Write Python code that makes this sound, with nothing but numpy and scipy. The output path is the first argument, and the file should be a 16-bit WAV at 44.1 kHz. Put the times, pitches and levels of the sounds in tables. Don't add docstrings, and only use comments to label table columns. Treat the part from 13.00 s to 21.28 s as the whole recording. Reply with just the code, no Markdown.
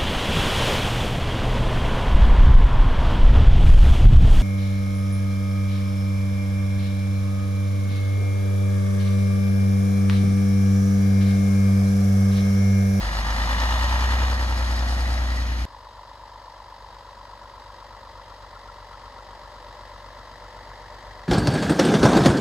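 import sys
import numpy as np
from scipy import signal
from scipy.fft import rfft, irfft, next_fast_len
from scipy.io import wavfile
from scipy.ndimage import uniform_filter1d, map_coordinates

SR = 44100
rng = np.random.default_rng(int(sys.argv[2]) if len(sys.argv) > 2 else 0)


def unload_wav(signal):
    wavfile.write(
        sys.argv[1],
        SR,
        np.round(np.clip(np.atleast_2d(signal).T, -1, 1) * 32767).astype(np.int16),
    )


N = 365148
TIME = np.arange(N) / SR
BURST_TIME = np.arange(SR // 16) / SR
FAR_START_S = 2.6533

# time in seconds, crank speed in rpm.
NEAR_RPM = [(0, 976), (0.6, 1118), (0.9, 1212), (1.25, 1258), (1.5, 1209), (1.75, 1197), (2.1, 1222),
            (2.4, 1203), (2.66, 1185)]
FAR_RPM = [(2.66, 972), (3.2, 984), (3.7, 987), (4.95, 972), (5.35, 961), (5.7, 942), (6.5, 958), (7, 951),
           (8.28, 961)]
def engine_cycles(speed):
    turned = np.cumsum(curves(speed)[0]) / (120 * SR)
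    return turned - np.interp(speed[0][0], TIME, turned)

# multiple of the cycle rate, relative level in dB.
NEAR_ORDERS = [(4, -25), (5, -23.5), (6, 0), (7, -23), (9, -19.5), (11, -28), (12, -28), (15, -31),
               (20, -32), (21, -32), (22, -33), (24, -32), (26, -32), (27, -36), (29, -36), (30, -35),
               (31, -38)]
FAR_ORDERS = [(5, -12), (6, 1), (7, -17), (9, -11), (11, -22), (12, -7), (15, -17), (29, -23)]
def exhaust(cycle, orders, flutter_db, lug_db=0):
    tones = sum(amp(db + (round(k) > 6) * lug_db) * np.sin(2 * np.pi * (round(k) * cycle + rng.random()))
                for k, db in orders)
    return np.sqrt(2) * tones * amp(flutter_db * wobble(15))

# time in seconds, base level of the exhaust in dB.
EFFORT = [(0.0, -26.5), (0.02, -26.5), (0.6, -23), (0.63, -22.5), (1.26, -20.5), (1.36, -23), (2.14, -22.5),
          (2.62, -25)]
def loaded_exhaust(cycle, effort_db, working_rpm=1186, lug_db_per_rpm=0.0297):
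    lug_db = lug_db_per_rpm * np.maximum(working_rpm - curves(NEAR_RPM)[0], 0)
    return amp(effort_db + 0.17) * exhaust(cycle, NEAR_ORDERS, flutter_db=0, lug_db=lug_db)

# place in the cycle in firings (0-6), relative rattle and tick levels in dB.
NEAR_KNOCKS = [(0.33, -1, 14), (1.33, 0.5, 15), (2.3, 0, 14.5), (3.3, -1, 15), (4.35, -1.5, 11.5),
               (5.38, -2, 9)]
FAR_KNOCKS = [(0.02, -1, 1), (1.05, 0, -1), (2.1, -1, -2), (2.97, 0, 1), (4.1, -2, -5), (5.0, 0, 1.5)]
def clatter(cycle, knocks, tick_s, tail_db, memory, scatter_db):
    rattle, tick = np.zeros((2, N)), np.zeros(N)
    shake = swell(0.004) + amp(tail_db) * swell(0.017)
    for place, rattle_db, tick_db in knocks:
        starts = each_cycle(cycle, place)
        size = amp(scatter_db * rng.standard_normal((len(starts), 1)))
        envelope = amp(rattle_db) * size * shake
        rattle += [lay(starts, envelope * alike_noise(len(starts), memory)) for _ in range(2)]
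        tick += lay(starts, amp(tick_db) * size * swell(tick_s))
    return unit(rattle), unit(tick)

# frequency in Hz, relative spectral density in dB.
NEAR_BLOCK = [(240, -14.5), (400, -26), (453, -7.5), (506, -0.5), (678, 2), (800, 0.5), (956, 1),
              (1050, 1.5), (1230, 1.5), (1500, -3.5), (1640, -2), (1930, -1), (2110, -15), (2300, -40),
              (2990, -43), (5060, -120)]
FAR_BLOCK = [(240, -31), (420, -30), (500, -3), (532, -7), (590, -1), (673, -5), (729, -4), (850, -2),
             (1040, -0.5), (1130, -4), (1330, -7.5), (1480, -13), (1700, -9), (1960, -10), (2300, -25),
             (2990, -85), (5060, -120)]
NEAR_BOOM = [(59, -10), (100, 4), (161, -6.5), (193, -6), (258, -2), (392, -10), (430, -18.5), (560, -47),
             (950, -120)]
FAR_BOOM = [(65, -23), (110, 0.5), (124, -4.5), (156, -5.5), (392, -8), (430, -4.5), (560, -15),
            (950, -120)]
def structure(rattle, spectrum, noise_gain):
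    return coloured(rattle + noise_gain * noise(), spectrum)

# place in firings (0-6), frequency in Hz, first and second relative level in dB.
NEAR_RINGS = [(0.36, 860, -29.5, -35), (0.45, 1930, -38, -33), (0.8, 1940, -42, -35),
              (1.1, 1890, -36.5, -38), (1.3, 775, -36, -29), (1.42, 2950, -35.5, -41),
              (1.43, 1290, -31, -39), (1.46, 970, -28, -31), (1.49, 1810, -34.5, -41),
              (2.33, 1850, -35.5, -38), (2.36, 2880, -34.5, -45), (2.36, 3490, -36.5, -46),
              (2.37, 860, -24, -25.5), (2.55, 1290, -35, -31), (3.3, 890, -27.5, -26.5),
              (3.42, 2950, -34.5, -48), (3.42, 3480, -38, -47), (3.5, 1780, -36, -36),
              (4.37, 1890, -33, -44), (4.4, 2850, -38, -47), (4.42, 950, -28.5, -37), (4.62, 710, -42, -31),
              (5.28, 1310, -39, -33), (5.41, 900, -29.5, -36), (5.43, 1790, -35, -44)]
FAR_RINGS = [(0.12, 1940, -55, -56), (0.17, 990, -38, -41.5), (0.93, 1660, -51, -56),
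             (0.96, 990, -41.5, -40.5), (1.02, 560, -45, -44), (1.12, 1980, -64, -52),
             (1.33, 1290, -49, -49), (2.0, 1780, -60, -50), (2.09, 960, -39, -38), (2.4, 970, -41, -49),
             (2.9, 970, -42.5, -38), (3.0, 1720, -52, -48), (3.1, 530, -49, -46), (3.3, 1080, -45, -50),
             (3.64, 950, -43, -47), (4.14, 990, -34, -37.5), (4.2, 1660, -65, -50), (4.98, 1750, -55, -45),
             (5.0, 600, -48, -44), (5.02, 860, -39, -39), (5.36, 970, -44, -50), (5.42, 1940, -54, -52),
             (5.62, 950, -46, -52), (5.86, 990, -58, -43.5)]
def panels(cycle, rings, turn_s, turn_length_s, rise_at_1khz_s, scatter_db):
    track = np.zeros(N)
    turned = (1 + np.tanh((TIME - turn_s) / turn_length_s)) / 2
    for place, hz, first_db, second_db in rings:
        starts = each_cycle(cycle, place)
        force, detune = rng.standard_normal((len(starts), 2)).T[..., None]
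        db = first_db + (second_db - first_db) * turned[starts, None] + scatter_db * force
        blow = swell(rise_at_1khz_s * (1000 / hz) ** 0.3) ** 2
        tone = np.sin(2 * np.pi * hz * (1 + 0.005 * detune) * BURST_TIME)
        track += lay(starts, amp(db) * blow * tone)
    return track

# frequency in Hz, bandwidth in Hz, relative level in dB.
COVER_MODES = [(915, 110, 2), (1222, 77, -3), (1890, 59, -8), (2904, 120, -2), (3520, 98, -3),
               (4080, 130, -15), (4900, 140, -14)]
def covers(rattle):
    def response(f):
        return sum(amp(db) * 1j * f * width / (hz * hz - f * f + 1j * f * width)
                   for hz, width, db in COVER_MODES)
    return unit(filtered(rattle, response))

# frequency in Hz, relative spectral density in dB.
NEAR_HISS = [(1290, -22), (2150, -0.5), (2420, 3.5), (2650, -2), (2940, 2.5), (3130, 0), (3480, 0.5),
             (3700, -3.5), (4150, 2.5), (4500, -5), (5330, -7), (5880, -9), (6250, -4), (6750, -4.5),
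             (7500, -18.5), (8070, -21.5), (11400, -15.5), (12600, -24), (14300, -19)]
FAR_HISS = [(1290, -9.5), (2200, -7.5), (2550, -5), (2800, -2.5), (3120, -4), (3240, 1), (3600, -3.5),
            (3900, 2.5), (4150, -3.5), (4380, 1), (4600, -1.5), (5130, -1.5), (5950, -11.5), (6330, -8.5),
            (6800, -10), (8270, -18), (13800, -28.5), (14300, -37)]
def injectors(rattle, tick, spectrum, ripple_db, spacing_hz):
    ticking = (1 + tick) * noise() + 0.7 * rattle
    grid = np.arange(0, SR / 2, spacing_hz)
    heights = np.clip(rng.standard_normal(4096)[:len(grid)], -2.5, 1.2)
    rippled = filtered(ticking, lambda hz: amp(ripple_db * np.interp(hz, grid, heights)))
    return coloured(rippled, spectrum)

def whine(turns, waver_db, jitter_turns=0):
    phase = turns + jitter_turns * wobble(30)
    tone = np.sin(2 * np.pi * phase + 0.04 * wobble(3.16))
    return unit(tone * amp(waver_db * wobble(5.5)))

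# multiple of the cycle rate, relative level in dB.
GEAR_ORDERS = [(63, -3), (69, -6), (72, -4), (75, 0)]
def gears(cycle):
    return sum(amp(db) * whine(k * cycle, waver_db=2.5, jitter_turns=0.036) for k, db in GEAR_ORDERS)

def chuff(cycle, centre_hz, width_hz, place, spread_rad):
    gate = np.exp((np.cos(2 * np.pi * (cycle - place / 6)) - 1) / spread_rad ** 2)
    puff = filtered(gate * noise(), lambda hz: 1 / (1 + (2 * (hz - centre_hz) / width_hz) ** 2))
    return amp(-58.5) * hump(6.04, 2.7) * unit(puff)

# frequency in Hz, relative spectral density in dB.
BED_TONE = [(450, -39), (600, 7), (800, 11), (950, -18), (1300, -55)]
def load_bed(rattle):
    return amp(-48.5) * hump(2.1, 0.37) * coloured(rattle, BED_TONE)

# peak time in seconds, half-width in seconds, level in dB.
DRIFTS = [(0.033, 1, -46), (1.827, 0.95, -47.5)]
# frequency in Hz, relative spectral density in dB.
CRUNCH = [(1200, -24), (3000, 0.5), (4900, 9), (6200, -3.5), (8000, -4), (11500, -7.5), (14000, -18)]
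def snow(grains_per_s, clump_db):
    cracks = (rng.random(N) < grains_per_s / SR) * noise()
    ploughing = sum(amp(db) * hump(s, length) for s, length, db in DRIFTS)
    return ploughing * coloured(cracks * amp(clump_db * wobble(38.4)), CRUNCH)

# start in seconds, level in dB, frequency in Hz.
SNOW_SQUEAKS = [(0.186, -43, 4820), (0.299, -39.5, 5430), (0.598, -42, 5510), (1.003, -40.5, 5250),
                (1.57, -46, 4950), (1.722, -45, 4370), (1.755, -44, 5050), (1.787, -39, 5170),
                (1.885, -45, 5200), (2.1, -46, 5000), (2.178, -47, 5200), (2.3, -44, 4570),
                (2.318, -46, 5000), (2.417, -45, 5300), (2.464, -45.5, 5300), (2.522, -45, 4560)]
FITTING_CHATTER = [(1.868, -39, 1900), (2.052, -41, 1950), (2.117, -39.5, 1900), (2.168, -39.5, 1880),
                   (2.272, -40, 1890), (2.308, -41, 1950), (2.372, -41.5, 1930)]
def rasps(events, peak_s, width_hz):
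    track = np.zeros(N)
    for s, db, hz in events:
        roughness = uniform_filter1d(rng.standard_normal(len(BURST_TIME)), int(SR / width_hz))
        rasp = unit(roughness * np.sin(2 * np.pi * hz * BURST_TIME))
        track[int(s * SR):][:len(BURST_TIME)] += amp(db) * swell(peak_s) * rasp
    return track

def near_truck(abreast_s=0.36, speed_m_per_s=3.62, distance_m=4.05):
    cycle = engine_cycles(NEAR_RPM)
    effort_db, = curves(EFFORT)
    nearness = distance_m / np.hypot(distance_m, speed_m_per_s * (TIME - abreast_s))
    drive_db = 0.61 * (effort_db - effort_db.max()) + 20 * np.log10(nearness)
    drive, soft_drive = amp(drive_db), amp(0.41 * drive_db)
    sharpness = amp(5.2 * (drive_db - drive_db.max()))
    rattle, tick = clatter(cycle, NEAR_KNOCKS, tick_s=0.005, tail_db=-4, memory=0.87, scatter_db=0.5)
    tick *= 0.2 + 0.64 * sharpness
    pair = amp(-40.5) * soft_drive * structure(rattle, NEAR_BOOM, noise_gain=0.71)
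    pair += amp(-32.5) * drive * structure(rattle, NEAR_BLOCK, noise_gain=0.45)
    pair += amp(-39) * drive * sharpness * covers(rattle)
    pair += amp(-40.5) * soft_drive * injectors(rattle, tick, NEAR_HISS, ripple_db=3.5, spacing_hz=30)
    pair += snow(grains_per_s=6000, clump_db=2.5) + load_bed(rattle)
    rings = panels(cycle, NEAR_RINGS, turn_s=1.5, turn_length_s=0.3, rise_at_1khz_s=0.0026, scatter_db=1)
    pair[0] += amp(0.5) * drive * rings
    pair[0] += rasps(SNOW_SQUEAKS, peak_s=0.005, width_hz=900)
    pair[0] += rasps(FITTING_CHATTER, peak_s=0.007, width_hz=160)
    drone = loaded_exhaust(cycle, effort_db)
    drone += amp(-46.5) * soft_drive * whine(19.22 * cycle, waver_db=2.5)
    drone += amp(-54.5) * hump(1.88, 0.62) * whine(53.2 * cycle, waver_db=0)
    return stereo(pair, NEAR_WIDTH, NEAR_LEAN, direct=0.61) + pan(drone, balance_db=0.94, lag_samples=4)

APPROACH = {"exhaust": (-52, 0.83), "boom": (-65.5, 1.4), "hiss": (-58.5, 0.57),
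            "bright clatter": (-83, 3.8), "block": (-51.5, 0.84), "gears": (-67.5, 1.8)}
def nearing(part):
    first_db, db_per_s = APPROACH[part]
    return amp(first_db + db_per_s * (TIME - FAR_START_S))

def far_truck():
    cycle = engine_cycles(FAR_RPM)
    rattle, tick = clatter(cycle, FAR_KNOCKS, tick_s=0.0037, tail_db=0, memory=0.82, scatter_db=0.6)
    pair = nearing("boom") * structure(rattle, FAR_BOOM, noise_gain=1.04)
    pair += nearing("block") * structure(rattle, FAR_BLOCK, noise_gain=0.45)
    tick *= 0.42 * amp(2.5 * wobble(900))
    pair += nearing("hiss") * injectors(rattle, tick, FAR_HISS, ripple_db=2.5, spacing_hz=35)
    pair += chuff(cycle, centre_hz=1343, width_hz=120, place=3.72, spread_rad=0.45)
    bright = coloured(rattle, [(1450, -36), (1700, -16), (2000, 0.5), (2400, -38)])
    pair += nearing("bright clatter") * bright
    pair[0] += amp(0.7) * panels(cycle, FAR_RINGS, turn_s=5.7, turn_length_s=0.7,
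                                 rise_at_1khz_s=0.0029, scatter_db=0.6)
    drone = amp(-2) * nearing("exhaust") * exhaust(cycle, FAR_ORDERS, flutter_db=1)
    drone += nearing("gears") * gears(cycle)
    return stereo(pair, FAR_WIDTH, FAR_LEAN, direct=0.51) + pan(drone, balance_db=1.5, lag_samples=-2)

# frequency in Hz, relative spectral density in dB.
AIR = [(15, -35), (35, -20), (70, 8), (130, -14), (400, -7), (2000, -31)]
def air(white, level_db):
    return amp(level_db) * coloured(white, AIR)

# frequency in Hz, side level relative to mid in dB.
NEAR_WIDTH = [(60, -24), (180, -23), (335, -18), (560, -14), (800, -7), (1280, -3), (1700, 5), (2090, 7),
              (2500, -1), (2940, -3), (4130, 2), (5700, 3), (6700, -7), (12000, -8)]
FAR_WIDTH = [(60, -20), (180, -16), (800, -17), (1000, -16), (1290, -7), (1690, -12), (2090, -10),
             (2500, -2), (4130, -2), (5700, 1), (6700, -12), (12000, -16)]
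# frequency in Hz, phase of side against mid in radians.
NEAR_LEAN = [(300, 1), (900, 1.75), (2050, 1.6), (2500, 0.3), (3500, 1.3), (4900, 1.5)]
FAR_LEAN = [(500, -0.6), (1000, -0.4), (1400, -1.1), (2500, -0.4), (3400, -1.45), (5700, -1.55)]
def stereo(pair, width, lean, direct):
    mid, scattered = pair
    share = lambda hz: direct / (1 + (hz / 4500) ** 2)
    gain = lambda hz: amp(along(width, hz))
    side = filtered(mid, lambda hz: np.sqrt(share(hz)) * np.exp(1j * along(lean, hz)) * gain(hz))
    side += filtered(scattered, lambda hz: np.sqrt(1 - share(hz)) * gain(hz))
    return np.array([mid + side, mid - side])

def pan(x, balance_db, lag_samples):
    return np.array([x, np.roll(x, lag_samples)]) * amp([[balance_db / 2], [-balance_db / 2]])

def amp(db):
    return 10 ** (np.asarray(db) / 20)

def unit(x):
    return x / np.sqrt(np.mean(x ** 2) + 1e-20)

def along(points, hz):
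    f, v = np.transpose(points)
    return np.interp(np.log(hz + 1), np.log(f + 1), v)

def curves(rows):
    s, *cols = np.transpose(rows)
    return [np.interp(TIME, s, c) for c in cols]

def wobble(rate):
    return map_coordinates(rng.standard_normal(int(N * rate / SR) + 4), [TIME * rate], order=2)

def filtered(x, response):
    m = next_fast_len(N + 8192, True)
    return irfft(rfft(x, m) * response(np.fft.rfftfreq(m, 1 / SR)), m)[..., :N]

def coloured(x, spectrum):
    return unit(filtered(x, lambda hz: amp(along(spectrum, hz))))

def noise():
    return rng.standard_normal((2, N))

def alike_noise(count, memory):
    rows = rng.standard_normal((count, len(BURST_TIME)))
    rows[1:] *= np.sqrt(1 - memory ** 2)
    return signal.lfilter([1], [1, -memory], rows, axis=0)

def swell(peak_s):
    age = BURST_TIME / peak_s
    return age * np.exp(1 - age)

def hump(centre_s, half_width_s):
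    return np.exp(-((TIME - centre_s) / half_width_s) ** 2)

def each_cycle(cycle, place):
    marks = np.arange(np.floor(cycle[0]), cycle[-1]) + place / 6
    return np.searchsorted(cycle, marks[(marks > cycle[0]) & (marks < cycle[-1])])

def lay(starts, bursts):
    samples = starts[:, None] + np.arange(len(BURST_TIME))
    return np.bincount(samples.ravel(), bursts.ravel(), N)[:N]

def scene():
    near = near_truck() + air(noise(), level_db=-55.5)
    far = far_truck() + air(noise()[0], level_db=-62.5)
    return np.where(TIME < FAR_START_S, near, far)

def record(dry):
    return filtered(dry, lambda hz: hz < 14350)

dry = scene()
out = record(dry)
unload_wav(out)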